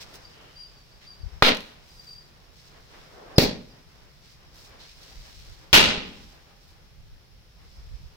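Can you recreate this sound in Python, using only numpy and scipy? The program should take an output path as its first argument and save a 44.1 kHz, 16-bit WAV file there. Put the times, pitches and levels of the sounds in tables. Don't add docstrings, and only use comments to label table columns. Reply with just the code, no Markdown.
import sys
import numpy as np
from scipy import signal
from scipy.fft import rfft, irfft, next_fast_len
from scipy.io import wavfile
from scipy.ndimage import map_coordinates

SR = 44100
rng = np.random.default_rng(int(sys.argv[2]) if len(sys.argv) > 2 else 0)


def generate_wav(signal):
    frames = np.transpose(np.atleast_2d(signal))
    scaled = np.clip(frames, -1, 1) * 32767
    pcm = np.round(scaled).astype(np.int16)
    wavfile.write(sys.argv[1], SR, pcm)


N = 360076


def amp(db):
    return 10 ** (np.asarray(db) / 20)


def unit(x):
    return x / np.sqrt(np.mean(x ** 2) + 1e-20)


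def along(points, hz):
    f, v = np.transpose(points)
    return np.interp(np.log(hz + 1), np.log(f + 1), v)


def curve(rows):
    return np.interp(np.arange(N) / SR, *np.transpose(rows))


def wobble(rate, size=N):
    knots = rng.standard_normal(int(size * rate / SR) + 4)
    return map_coordinates(knots, [np.arange(size) * rate / SR])


def filtered(x, response):
    n = x.shape[-1]
    padded = next_fast_len(n + SR // 4)
    hz = np.fft.rfftfreq(padded, 1 / SR)
    return irfft(rfft(x, padded) * response(hz), padded)[..., :n]


def bell(hz, centre_hz, octaves):
    return np.exp(-(np.log2((hz + 1) / centre_hz) / octaves) ** 2 / 2)


def add(track, s, sound):
    start = max(round(s * SR), 0)
    part = sound[..., :N - start]
    track[:, start:start + part.shape[-1]] += part


# (frequency [Hz], correlation [-1 to 1])
LEFT_RIGHT_LIKENESS = [(50, 0.027), (150, 1), (300, 0.76), (640, .05), (1400, 0.13), (3000, -0.11),
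                       (6000, 0.05), (14000, -0.19)]


def diffuse(spectrum, size=N):
    def mid_side_colour(hz):
        turn = np.arccos(np.clip(along(LEFT_RIGHT_LIKENESS, hz), -1, 1)) / 2
        return amp(along(spectrum, hz)) * [np.cos(turn), np.sin(turn)]
    mid, side = filtered(rng.standard_normal((2, size)), mid_side_colour)
    return unit(np.array([mid + side, mid - side]))


def burn(length):
    catch_share, die_share = 0.28, 0.28
    age = np.arange(int(3 * length * SR)) / (length * SR)
    return np.minimum(age / catch_share, 1) * np.exp(-np.maximum(age - 1, 0) / die_share)


# (time [s], level [dB])
FLAME_STRENGTH = [(0.05, -55), (0.5, -60.5), (0.88, -63), (1.15, -61.5), (2.0, -63), (2.6, -66),
                  (2.95, -59), (3.95, -64), (4.4, -67), (4.58, -61), (5.55, -64), (6.45, -64.5),
                  (7.4, -75.5), (7.65, -64), (8.1, -68.5)]
# (frequency [Hz], level [dB per Hz])
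FLAME_COLOUR = [(100, -6), (200, -3.5), (450, 1), (1000, -1), (2000, -5), (3500, -11), (6000, -26.5),
                (15000, -37)]
# (frequency [Hz], level [dB per Hz])
FIZZ_COLOUR = [(800, -25.5), (2000, -7.5), (3200, -5.5), (4100, -2), (4750, -2), (5300, -1.5), (6500, -10),
               (8000, -14), (10500, -21.5), (13500, -19), (16000, -17.5)]
# (start [s], burning time [s], level [dB], tilt [dB per octave])
MATCH_CLUMPS = [(0, 0.033, -43, -0.5), (0.133, 0.033, -48, 4), (.19, .42, -67, -7), (1, 0.07, -56, -6),
                (1.8, 0.33, -58, 3.5), (2.51, 0.18, -57.5, 0.5), (4.2, 0.13, -58, -0.5),
                (4.52, 0.14, -53, 2.5), (4.779, 0.13, -52.5, -1.5), (4.87, 0.59, -52.5, 0),
                (5.99, 0.33, -57, 0.5), (6.58, 0.13, -63.5, 3), (7.57, 0.48, -65, 0)]


def fire(flicker_db=3.04, sputter_db=0.85, crackle_db=1.5, pivot_hz=4500):
    flame_trim_db, simmer_trim_db = 3, -0.5
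    strength_db = curve(FLAME_STRENGTH)
    flame = amp(strength_db + flame_trim_db + flicker_db * wobble(14)) * diffuse(FLAME_COLOUR)
    fizz = amp(strength_db + simmer_trim_db) * diffuse(FIZZ_COLOUR)
    for s, length, db, tilt_db in MATCH_CLUMPS:
        swell = burn(length)
        colour = [(hz, level + tilt_db * np.log2(hz / pivot_hz)) for hz, level in FIZZ_COLOUR]
        add(fizz, s, amp(db) * swell * diffuse(colour, size=len(swell)))
    sputter = amp(sputter_db * wobble(30) + crackle_db * wobble(400))
    return flame + sputter * fizz


# (frequency [Hz], level [dB per Hz])
AIR_COLOUR = [(12, -14.5), (30, 3), (90, -7.5), (150, -4.5), (270, -20.5), (445, -17.5), (1020, -24.5),
              (2060, -23.5), (4100, -23.5), (5300, -24), (7900, -38.5), (15500, -34.5)]
# (frequency [Hz], level [dB per Hz])
BUFFET_COLOUR = [(10, -20.5), (25, 1.5), (55, 5.5), (100, -6), (160, -16), (280, -35), (600, -67.5)]
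# (middle [s], level [dB], left minus right [dB])
AIR_PUFFS = [(1.249, -37.5, 11.5), (1.358, -45, 12), (5.195, -40.5, 1.5), (5.411, -46.5, 9.5),
             (5.502, -44.5, -2), (7.01, -46.5, -2), (7.129, -46.5, 2), (7.779, -43, -5.5),
             (7.931, -40, -11.5), (8.039, -43.5, -14)]


def breeze(hush_db=-56.0, gusty_db=4.0, half_puff_s=0.068):
    eddy_db, freshening_db_per_s = -64.5, 1.34
    wind_db = eddy_db + freshening_db_per_s * np.arange(N) / SR + gusty_db * wobble(14)
    out = amp(hush_db) * diffuse(AIR_COLOUR) + amp(wind_db) * diffuse(BUFFET_COLOUR)
    swell = np.hanning(int(2 * half_puff_s * SR))
    for s, db, pan_db in AIR_PUFFS:
        noise = rng.standard_normal((2, len(swell)))
        eddies = unit(filtered(noise, lambda hz: amp(along(BUFFET_COLOUR, hz))))
        side_db = db + np.array([[pan_db], [-pan_db]]) / 2
        add(out, s - half_puff_s, amp(side_db) * swell * eddies)
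    return out


def far_insects(centre_hz=5250, octaves=0.09, db=-71, surge_db=3.0):
    shrill = unit(filtered(rng.standard_normal((2, N)), lambda hz: bell(hz, centre_hz, octaves)))
    return amp(db + surge_db * wobble(8.6)) * shrill


# (start [s], length before the fall [s], base pitch [Hz], level before echoes [dB])
INSECT_CHIRPS = [(0.23, 0.04, 4700, -52), (0.554, 0.09, 4735, -43.5), (0.659, 0.036, 5030, -60),
                 (0.745, 0.076, 4580, -59.5), (0.906, 0.053, 4680, -60.5), (1.061, .065, 4700, -47.5),
                 (1.199, 0.032, 4650, -53), (1.885, 0.035, 4850, -54), (1.963, 0.035, 4780, -46.5),
                 (2.059, 0.076, 4657, -46), (2.146, 0.043, 4725, -46.5), (3.358, 0.017, 4980, -28.5),
                 (3.69, 0.026, 4860, -59)]


def insect(waver=0.01, overtone_db=-28, flutter_db=3.5, wet=0.74):
    rise_s, fall_s = 0.02137, 0.014
    arch_share = 0.012
    song, t = np.zeros((2, N)), np.arange(SR // 2) / SR
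    for s, length, hz, db in INSECT_CHIRPS:
        swell = np.minimum(t / rise_s, 1) * np.exp(-np.maximum(t - length, 0) / fall_s)
        arch = arch_share * np.sin(np.pi * np.minimum(t / length, 1))
        pitch_hz = hz * (1 + arch + waver * wobble(100, size=len(t)))
        phase = 2 * np.pi * np.cumsum(pitch_hz) / SR
        flutter = unit(amp(flutter_db * wobble(220, size=len(t))))
        note = np.sin(phase) + amp(overtone_db) * np.sin(2 * phase)
        add(song, s, amp(db) * swell * flutter * note)
    walls = rng.standard_normal((2, len(t))) * amp(-60 * t / 0.42)
    walls /= np.linalg.norm(walls[0])
    return song + wet * signal.fftconvolve(song, walls, axes=1)[:, :N]


# (start [s], burning time [s], centre [Hz], width [octaves], level [dB])
POWDER_JETS = [(.27, .35, 2940, .11, -62), (3.09, .29, 650, 0.97, -48.5), (4.79, .06, 3920, 0.19, -55)]


def flares():
    out = np.zeros((2, N))
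    for s, length, centre_hz, octaves, db in POWDER_JETS:
        swell = burn(length)
        air = diffuse(AIR_COLOUR, size=len(swell))
        jet = unit(filtered(air, lambda hz: bell(hz, centre_hz, octaves)))
        add(out, s, amp(db) * swell * jet)
    return out


def pulse(t, life):
    return t / life * np.exp(1 - t / life)


def blast(colour, push_db, crack_hz, crack_life, crack_db, spit_db, wall_db, push_life=0.0014,
          wall_delay=0.0044, port_lag=0.00011, thud_hz=400, thud_db=-11, thud_life=0.0035):
    t = np.arange(SR // 10) / SR
    push = amp(push_db) * pulse(t, push_life) ** 4
    crack = amp(crack_db) * np.sin(2 * np.pi * crack_hz * t) * pulse(t, crack_life) ** 2
    spit = amp(spit_db) * pulse(t, 0.0014) * diffuse(colour, size=len(t))
    thud = amp(push_db + thud_db) * np.sin(2 * np.pi * thud_hz * t) * pulse(t, thud_life)
    lags = np.array([[0], [port_lag]])
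    front = filtered(push + crack, lambda hz: np.exp(-2j * np.pi * hz * lags))
    direct = front + spit

    def wall(hz):
        duller = 1 / (1 + 1j * hz / 2600)
        thinner = 1j * hz / (1j * hz + 110)
        return np.exp(-2j * np.pi * hz * wall_delay) * duller * thinner
    return direct + thud - amp(wall_db) * filtered(direct, wall)


# (frequency [Hz], t60 [s])
YARD_DECAY = [(60, 0.62), (220, 0.64), (600, 0.42), (1500, 0.42), (3500, 0.42), (7000, 0.33), (14000, 0.16)]
# (delay [s], strength [gain])
WALL_PATHS = [(.0021, 0.13), (.0048, .18), (.0097, .15), (0.0276, .17)]


def yard_echo(colour, build, build_db, stretch, bass_build_db=9, far_db=-23.5, far_t60=1.0,
              lumpy_db=1.37):
    comb = lambda hz: 1 + sum(gain * np.exp(-2j * np.pi * hz * delay) for delay, gain in WALL_PATHS)
    echoes = unit(filtered(diffuse(colour, size=2 * SR), comb)[:, SR:])
    hz, t, bands = signal.stft(echoes, SR, nperseg=256)
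    hz = hz[:, None]
    early, late = np.maximum(1 - t / build, 0), np.maximum(t - build, 0)
    swell = amp(-early * (build_db + bass_build_db / (1 + (hz / 800) ** 2)))
    near = amp(-60 * late / (stretch * along(YARD_DECAY, hz)))
    far = amp(far_db - 60 * late / far_t60) / (1 + (hz / 6000) ** 2)
    shaped = bands * swell * np.hypot(near, far)
    tail = signal.istft(shaped, SR, nperseg=256)[1][:, :SR]
    soft_start = 1 - np.exp(-np.arange(SR) / SR / 0.001)
    return tail * amp(lumpy_db * wobble(450, size=SR)) * soft_start


# (time [s], push [dB], suction [dB], suction life [s], crack [dB], crack pitch [Hz],
# crack life [s], spit [dB], wall rebound [dB], echo [dB], echo build-up [s],
# echo build-up [dB], decay stretch [factor])
FIRECRACKERS = [(1.4229, -6.5, -23.5, .035, 2, 1140, .00065, -11.5, -6.5, -15, 0.064, 0.5, 0.61),
                (3.3818, 2.5, -29.5, .011, -1, 4500, 0.00038, -3, -6.5, -19, 0.055, -4, 0.82),
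                (5.7289, -12, -20, .004, -11.5, 3300, .0013, -11, -1, -8, .028, 0, 1.35)]
# (frequency [Hz], level [dB per Hz])
FULL_BLAST = [(30, -3), (90, -14.5), (160, -10.5), (250, 5), (360, -7.5), (450, 1.5), (600, -0.5),
              (1100, -4.5), (2500, -2.5), (4100, -2.5), (5200, -11.5), (7000, -24.5), (9000, -29),
              (15500, -28.5)]
HOLLOW_BLAST = [(30, -2), (100, 0), (260, 8.5), (360, -1), (450, 5), (800, -3.5), (1300, -16), (2200, -7),
                (3100, -11.5), (4400, -3.5), (5300, -9), (7000, -21), (9500, -28), (14000, -20)]
SHARP_BLAST = [(45, -2.5), (120, -5.5), (260, 2), (360, -3.5), (460, -0.5), (1100, -4), (1900, -2),
               (2800, 3), (4200, -1), (5600, -7), (8000, -16.5), (10500, -19), (15500, -17)]


def firecrackers():
    out, t = np.zeros((2, N)), np.arange(SR // 2) / SR
    for row, colour in zip(FIRECRACKERS, (FULL_BLAST, HOLLOW_BLAST, SHARP_BLAST)):
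        s, push_db, suction_db, suction_life, crack_db, crack_hz, crack_life = row[:7]
        spit_db, wall_db, echo_db, build, build_db, stretch = row[7:]
        add(out, s, blast(colour, push_db, crack_hz, crack_life, crack_db, spit_db, wall_db))
        add(out, s, -amp(suction_db) * pulse(t, suction_life) ** 2)
        add(out, s, amp(echo_db) * yard_echo(colour, build, build_db, stretch))
    return out


# (time [s], level [dB])
CASING_TICKS = [(1.5483, -27.5), (1.57, -30), (1.6055, -34)]


def ticks(t60=0.015, ring_db=-20, ring_t60=0.7):
    out, t = np.zeros((2, N)), np.arange(SR // 5) / SR
    colour = [(800, -6), (4000, 14), (8000, -5.5), (15000, -6.0)]  # (frequency [Hz], level [dB per Hz])
    fade = amp(-60 * t / t60) + amp(ring_db - 60 * t / ring_t60)
    for s, db in CASING_TICKS:
        add(out, s, amp(db) * fade * diffuse(colour, size=len(t)))
    return out


def metal_ring(hz=808, db=-58.5, t60=3.5):
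    out, t = np.zeros((2, N)), np.arange(2 * SR) / SR
    tone = np.sin(2 * np.pi * hz * t + 0.6 * wobble(17, size=len(t)))
    add(out, FIRECRACKERS[-1][0], amp(db - 60 * t / t60) * tone)
    return out


def scene():
    burning = fire() + flares()
    outdoors = breeze() + far_insects() + insect()
    bangs = firecrackers() + ticks() + metal_ring()
    return burning + outdoors + bangs


def record(dry, top_hz=15900):
    clipped = dry / (1 + np.abs(dry) ** 8) ** (1 / 8)
    return filtered(clipped, lambda hz: 1 / (1 + (hz / top_hz) ** 160))


dry = scene()
out = record(dry)
generate_wav(out)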